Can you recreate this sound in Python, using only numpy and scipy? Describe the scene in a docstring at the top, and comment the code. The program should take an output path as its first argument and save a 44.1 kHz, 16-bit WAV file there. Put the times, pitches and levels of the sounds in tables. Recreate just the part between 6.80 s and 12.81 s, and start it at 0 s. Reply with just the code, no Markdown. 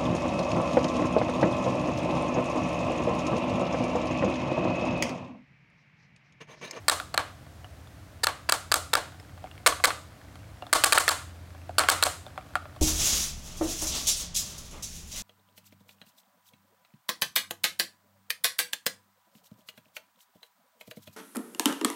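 """Over faint room hum, a stiff plastic joint clicks and snaps: a hollow toy excavator is being turned by
hand on a toy truck's trailer, close to a phone in a hard room. Each ratchet step slips in a run of
clicks, then catches with a snap that rings the shell. The base bumps softly on the trailer, and loose
parts tick under the fingers. The room answers each burst; the phone's limiter flattens the loudest snaps.
"""
import sys
import numpy as np
from scipy import signal
from scipy.fft import rfft, irfft
from scipy.io import wavfile
from scipy.ndimage import uniform_filter1d, minimum_filter1d

SR = 44100
rng = np.random.default_rng(int(sys.argv[2]) if len(sys.argv) > 2 else 0)


def dump(signal):
    """Clip the signal to [-1, 1] and save it as 16-bit WAV at the path in sys.argv[1]."""
    limited = np.clip(np.atleast_2d(signal).T, -1, 1)
    pcm = np.round(limited * 32767).astype(np.int16)
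    wavfile.write(sys.argv[1], SR, pcm)


N = 265041

# spectrum of the room's air and rumble: f/Hz, relative level/dB
AIR_SPECTRUM = [(15, -48), (25, -46), (48, -9.5), (70, -1), (92, 1.5), (236, -15.5), (293, -10), (384, -21),
                (641, -16), (911, -22.5), (1370, -23), (1840, -24.5), (2910, -30), (4030, -31.5),
                (10400, -38), (16000, -41.5)]
# swells of the low hum: t/s, level/dB
HUM_SWELLS = [(0, -56), (1.7, -54.5), (1.949, -41), (2.25, -51), (4.2, -54), (4.498, -43.5), (5.3, -42),
              (5.55, -52.5), (6, -46.5)]
# Bass and treble below are set against the mids.
# click runs of a slipping joint: t/s, length/s, clicks, first level/dB, swell over the run/dB,
# first treble/dB, last treble/dB, joint ring f/Hz
SLIP_RUNS = [(0.0824, 0.0032, 2, -5, -10, 3, 10.5, 4400), (0.3418, 0.0021, 2, -24, -1.5, -16, -1, 4420),
             (1.434, 0.0089, 5, -20.5, 2, 2.5, 9.5, 4500), (1.6899, 0.0063, 3, -21.5, 4.5, -15, 8, 4700),
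             (1.9171, 0.0047, 2, -15.5, 7, 3.5, 3.5, 4730), (2.1329, 0.0044, 3, -15.5, 2.5, -3, 3.5, 3630),
             (2.8622, 0.012, 7, -4.5, -10.5, 2, 6, 2215), (3.0394, 0.014, 8, -6.5, -11, 0.5, 6, 2100),
             (3.9288, .003, 2, 6, -10.5, 4.5, 3, 2130), (4.0379, 0.0035, 2, 7.5, -11.5, 2, 5, 2540),
             (4.1235, .0041, 2, 5, -5.5, 0.5, 3, 2460), (4.1764, 0.0055, 2, -2, -17, -20, 24, 1260),
             (4.2798, 0.0044, 2, -1, -17, -5, 4, 1750), (4.9833, 0.0027, 2, 3, -21, -9, 18, 4480),
             (5.0868, 0.0075, 2, 1, -24, -4.5, 15, 2230), (5.2262, 0.0062, 2, 5.5, -19.5, -2, 1, 4040)]
# the ratchet catching its next tooth: t/s, level/dB, bass/dB, treble/dB, joint ring f/Hz
TOOTH_CATCHES = [(0.0972, 1, 11, 6, 3900), (0.3771, -1.5, 10, -6.5, 4250), (1.4698, -2.5, 9, -3.5, 4250),
                 (1.7227, -2.5, 10, 6, 4060), (1.9413, -3.5, 14.5, 10.5, 4880),
                 (2.1531, -0.5, 14, -0.5, 1210), (2.875, -8, 22.5, 8, 4300),
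                 (3.0552, -1.5, 16.5, 4.5, 2100), (3.9351, -2, 19.5, 11, 8500),
                 (4.044, -2.5, 14, 13.5, 8400), (4.1314, 2.5, 12, 9, 8170), (4.1848, -2, 10.5, 2, 2570),
                 (4.2904, -6.5, -10, 16, 8200), (4.2933, 2, 6.5, -4.5, 7600), (4.9926, -7.5, 21, 6, 4270),
                 (5.0997, -2, 15.5, 11.5, 4400), (5.2368, -8, 22, 19, 8100)]
# modes of the excavator's shell: f/Hz, level/dB, t60/s
SHELL_MODES = [(340, -35, 0.011), (613, -27.5, 0.024), (930, -67, 0.0072), (1177, -4.5, 0.024),
               (1419, 0, 0.015), (1694, -2.5, 0.014), (2247, -14, 0.018), (2710, -11, 0.014),
               (3206, -13.5, 0.021), (3810, -29, 0.024), (3930, -14.5, 0.012), (4500, -9.5, 0.0058),
               (5500, -24, 0.0076), (6900, -20, 0.016), (7690, -12, 0.011), (8640, -12, 0.011),
               (10230, -14, 0.0059)]
# crack of a hit, from dense, quickly damped modes of the plastic: f/Hz, relative level/dB
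CRACK_SPECTRUM = [(200, -17), (700, -32), (1500, -23), (4400, 17.5), (6000, -0.5), (8200, 9.5), (11000, 5),
                  (15500, -4)]
# colour of the reverb: f/Hz, relative level/dB
REVERB_SPECTRUM = [(150, -8.5), (240, -8), (300, 2.5), (370, -4.5), (620, 4), (850, 8.5), (1230, 14.5),
                   (1550, 9), (2000, 4), (3000, 2.5), (4200, 1), (5800, -6.5), (8200, -2), (11500, -11),
                   (16000, -22)]
# decay of the reverb: f/Hz, t60/s
REVERB_DECAY = [(280, 0.23), (450, 0.3), (900, 0.32), (1200, 0.39), (2400, .37), (4200, 0.42), (6000, 0.41),
                (8400, 0.38), (15000, 0.36)]
# light bumps of toy on toy: t/s, level/dB, bass/dB, treble/dB, touched part's ring f/Hz
TOY_BUMPS = [(0.1998, -23, 8, 1, 1460), (0.3425, -29.5, 22, -8, 690), (0.6653, -41, 10, -11, 1060),
             (0.8445, -35, 9, -12, 2900), (1.0723, -43, -5, -8, 3520), (2.399, -41, 15, 6, 5170),
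             (2.6407, -34.5, 23.5, -5, 640), (2.9243, -13.5, -22, -21, 1120), (3.0001, -24, 7, -33, 1140),
             (3.1051, -14, -23, -9, 1270), (3.5558, -36, -2, -1, 1360), (3.8228, -30.5, 18, -12, 2820),
             (3.8669, -37, 12, 1, 3540), (4.7484, -38, 11, -19, 950), (4.8929, -39.5, 33, 0, 650),
             (5.0362, -13, 7, -10, 1170), (5.2667, -13.5, 7.5, -6, 650), (5.4649, -36.5, 21.5, -2, 3580),
             (5.5771, -25, 12, -8.5, 720), (5.7546, -13, 6.5, -5.5, 1420), (5.855, -34, 15.5, -31, 660),
             (5.9624, -35, 14, -5, 1100)]
# modes of the trailer deck: f/Hz, level/dB, t60/s
DECK_MODES = [(626, -14, 0.035), (717, -13.5, 0.064), (1175, -5, 0.0047), (1340, 0.5, 0.0062),
              (1653, -12, 0.025), (2520, -17, 0.016), (3300, -8.5, 0.011), (4500, -15.5, 0.011)]
# spells of fingering the loose parts: start t/s, end t/s, level/dB
FINGER_SPELLS = [(0.402, 1.402, -59.5), (2.249, 2.849, -45), (3.298, 3.922, -51.5), (4.448, 4.981, -49),
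                 (5.402, 6.0, -47)]


def undb(db):
    """Decibels to gain."""
    return 10 ** (np.asarray(db) / 20)


def on_log_axis(hz, points):
    """Read a curve of (f/Hz, value) points, joined by straight lines on a log-frequency axis."""
    f, value = np.transpose(points)
    return np.interp(np.log(np.maximum(hz, 1)), np.log(f), value)


def noise(spectrum, size):
    """Noise of rms 1, shaped to the given spectrum."""
    eq = undb(on_log_axis(np.fft.rfftfreq(size, 1 / SR), spectrum))
    shaped = irfft(rfft(rng.standard_normal(size)) * eq, size)
    return shaped / shaped.std()


def fade(t, t60):
    """Exponential decay, 60 dB down at t60."""
    return np.exp(-np.log(1000) * t / t60)


def drift(rate_hz):
    """Smooth random wobble with a spread near 1."""
    knots = rng.standard_normal(256)
    return uniform_filter1d(np.interp(np.arange(N) / SR * rate_hz, np.arange(256), knots), 1024)


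def room_tone():
    """A bed of steady air, with a wavering low hum that swells and fades."""
    air = undb(-48.5) * noise(AIR_SPECTRUM, size=N)
    hum_hz = 86 * (1 + 0.029 * drift(rate_hz=15))
    hum_db = np.interp(np.arange(N) / SR, *np.transpose(HUM_SWELLS)) + drift(rate_hz=15)
    return air + undb(hum_db) * np.sin(2 * np.pi * np.cumsum(hum_hz) / SR)


def slip_clicks(jitter_s=0.00022, scatter_db=3.5, first_bass_db=-2, last_bass_db=6):
    """Stick and slip: rows of nearly even hits whose level and brightness glide across each run."""
    clicks = []
    for start, length, count, first_db, swell_db, first_treble_db, last_treble_db, joint_hz in SLIP_RUNS:
        for along in np.linspace(0, 1, int(round(count))):
            late, loud = rng.standard_normal(2)
            onset = start + along * (length + jitter_s * late)
            level_db = first_db + along * swell_db + scatter_db * loud
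            # a run gains bass as the shell gives way
            bass_db = first_bass_db + along * (last_bass_db - first_bass_db)
            treble_db = first_treble_db + along * (last_treble_db - first_treble_db)
            clicks.append((onset, level_db, bass_db, treble_db, joint_hz))
    return clicks


def hit_eq(hz, bass_db, treble_db):
    """Low and high shelves in dB that make a hit dull or sharp."""
    return on_log_axis(hz, [(620, bass_db), (1050, 0), (2600, 0), (7000, treble_db)])


def plastic_hits(hits, modes, crack_db, crack_t60, part_db, part_t60, low_cut_hz):
    """Each hit rings the touched part and the whole plastic body, with a short crack on top."""
    size = 4096
    out, t = np.zeros(N + size), np.arange(size) / SR
    hz, mode_db, t60 = np.transpose(modes)[:, :, None]
    for start, level_db, bass_db, treble_db, part_hz in hits:
        # the place of contact shifts the mix of the modes a little
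        loud, detune, lag = rng.standard_normal((3, len(modes), 1))
        strength = undb(mode_db + hit_eq(hz, bass_db, treble_db) + 1.5 * loud)
        pitch_hz = hz * (1 + 0.03 * detune)
        # low bending waves travel slowly, so each knock sweeps downwards
        delay_s = 0.00056 * (1000 / hz) ** 2 + 0.0001746 * np.abs(lag)
        age = np.maximum(t - delay_s, 0)
        body = strength * fade(age, t60) * np.sin(2 * np.pi * pitch_hz * age)
        part = undb(part_db) * fade(t, part_t60) * np.sin(2 * np.pi * part_hz * t)
        crack = undb(crack_db + treble_db) * fade(t, crack_t60) * noise(CRACK_SPECTRUM, size)
        i = int(start * SR)
        out[i:i + size] += undb(level_db) * (body.sum(axis=0) + part + crack)
    # a small open shell radiates almost no bass
    return signal.sosfilt(signal.butter(3, low_cut_hz, "high", fs=SR, output="sos"), out[:N])


def reverb_send(hits, eq_depth):
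    """Summed over all directions the resonances blur: a hit reaches the walls as a broad-toned pulse."""
    out, hz = np.zeros(N + 256), np.fft.rfftfreq(256, 1 / SR)
    for start, level_db, bass_db, treble_db, _ in hits:
        spectrum = undb(level_db + eq_depth * hit_eq(hz, bass_db, treble_db))
        i = int(start * SR)
        out[i:i + 256] += np.fft.fftshift(irfft(spectrum))
    return out[:N]


def room_reverb(send, wet_db, early_db, wall_delay_s):
    """Early reflections off floor and toys, then a dense tail from the walls."""
    size = 32768
    t, hz = np.arange(size) / SR, np.fft.rfftfreq(size, 1 / SR)
    spectrum = rfft(noise(REVERB_SPECTRUM, size))
    tail = np.zeros(size)
    for k, (_, t60) in enumerate(REVERB_DECAY):
        band = on_log_axis(hz, [(f, j == k) for j, (f, _) in enumerate(REVERB_DECAY)])
        tail += irfft(spectrum * band) * fade(t, t60)
    # the first wall reflections stand out above the diffuse wash that follows
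    wall_slap = 1 + undb(3.0) * fade(np.maximum(t - wall_delay_s, 0), t60=0.064)
    tail *= np.where(t < wall_delay_s, undb(early_db), wall_slap)
    return undb(wet_db) * signal.fftconvolve(send, tail / np.linalg.norm(tail))[:N]


def finger_ticks(per_spell, spread_db=13, dull_bass_db=14, dull_treble_db=-5):
    """Loose parts tick at random under the fingers: rows of tiny hits, laid out like the bumps."""
    ticks = []
    for start, end, spell_db in FINGER_SPELLS:
        when, force, dullness, part = rng.random((per_spell, 4)).T
        onsets = start + (end - start) * (np.arange(per_spell) + when) / per_spell
        level_db = spell_db + spread_db * (force - 0.5)
        part_hz = 600 * 5 ** part
        ticks.extend(zip(onsets, level_db, dull_bass_db * dullness, dull_treble_db * dullness, part_hz))
    return ticks


def scene():
    """Close ratchet snaps, bumps and ticks, mixed with their reverb over the room tone."""
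    ratchet = np.vstack([slip_clicks(), TOOTH_CATCHES])
    touches = np.vstack([TOY_BUMPS, finger_ticks(per_spell=20)])
    snaps = plastic_hits(ratchet, SHELL_MODES, crack_db=-3.5, crack_t60=0.009,
                         part_db=-2.5, part_t60=0.012, low_cut_hz=478)
    bumps = plastic_hits(touches, DECK_MODES, crack_db=-13.0, crack_t60=0.014,
                         part_db=-2.5, part_t60=0.018, low_cut_hz=765)
    # the strongest resonances carry in every direction, so a little ring reaches the walls too
    snap_send = reverb_send(ratchet, eq_depth=0.88) + undb(-38.5) * snaps
    bump_send = reverb_send(touches, eq_depth=1.0) + undb(-24.0) * bumps
    snap_reverb = room_reverb(snap_send, wet_db=3.5, early_db=-0.5, wall_delay_s=0.013)
    bump_reverb = room_reverb(bump_send, wet_db=4.5, early_db=11, wall_delay_s=0.0095)
    return (snaps + bumps + snap_reverb + bump_reverb + room_tone())[None]


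def limiter(x, ceiling_db, release_s):
    """The gain ducks just ahead of any burst over the ceiling and recovers within milliseconds."""
    envelope = np.sqrt(np.maximum(uniform_filter1d(x ** 2, size=21), 0))
    overshoot = np.maximum(envelope / undb(ceiling_db), 1)
    release = np.arange(N) / SR / release_s
    reduction = np.maximum.accumulate(np.log(overshoot) + release, axis=-1) - release
    lookahead_gain = minimum_filter1d(np.exp(-reduction), size=25)
    return x * uniform_filter1d(lookahead_gain, size=25)


def record(dry):
    """The phone limits the level, soft-clips the spikes that slip through and cuts the top."""
    clip_level, high_cut_hz = 0.65, 16000
    limited = limiter(dry, ceiling_db=-10.0, release_s=0.011)
    rounded = limited / (1 + (limited / clip_level) ** 4) ** 0.25
    return signal.sosfilt(signal.ellip(8, 0.2, 70, high_cut_hz, fs=SR, output="sos"), rounded)


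dry = scene()
out = record(dry)
dump(out)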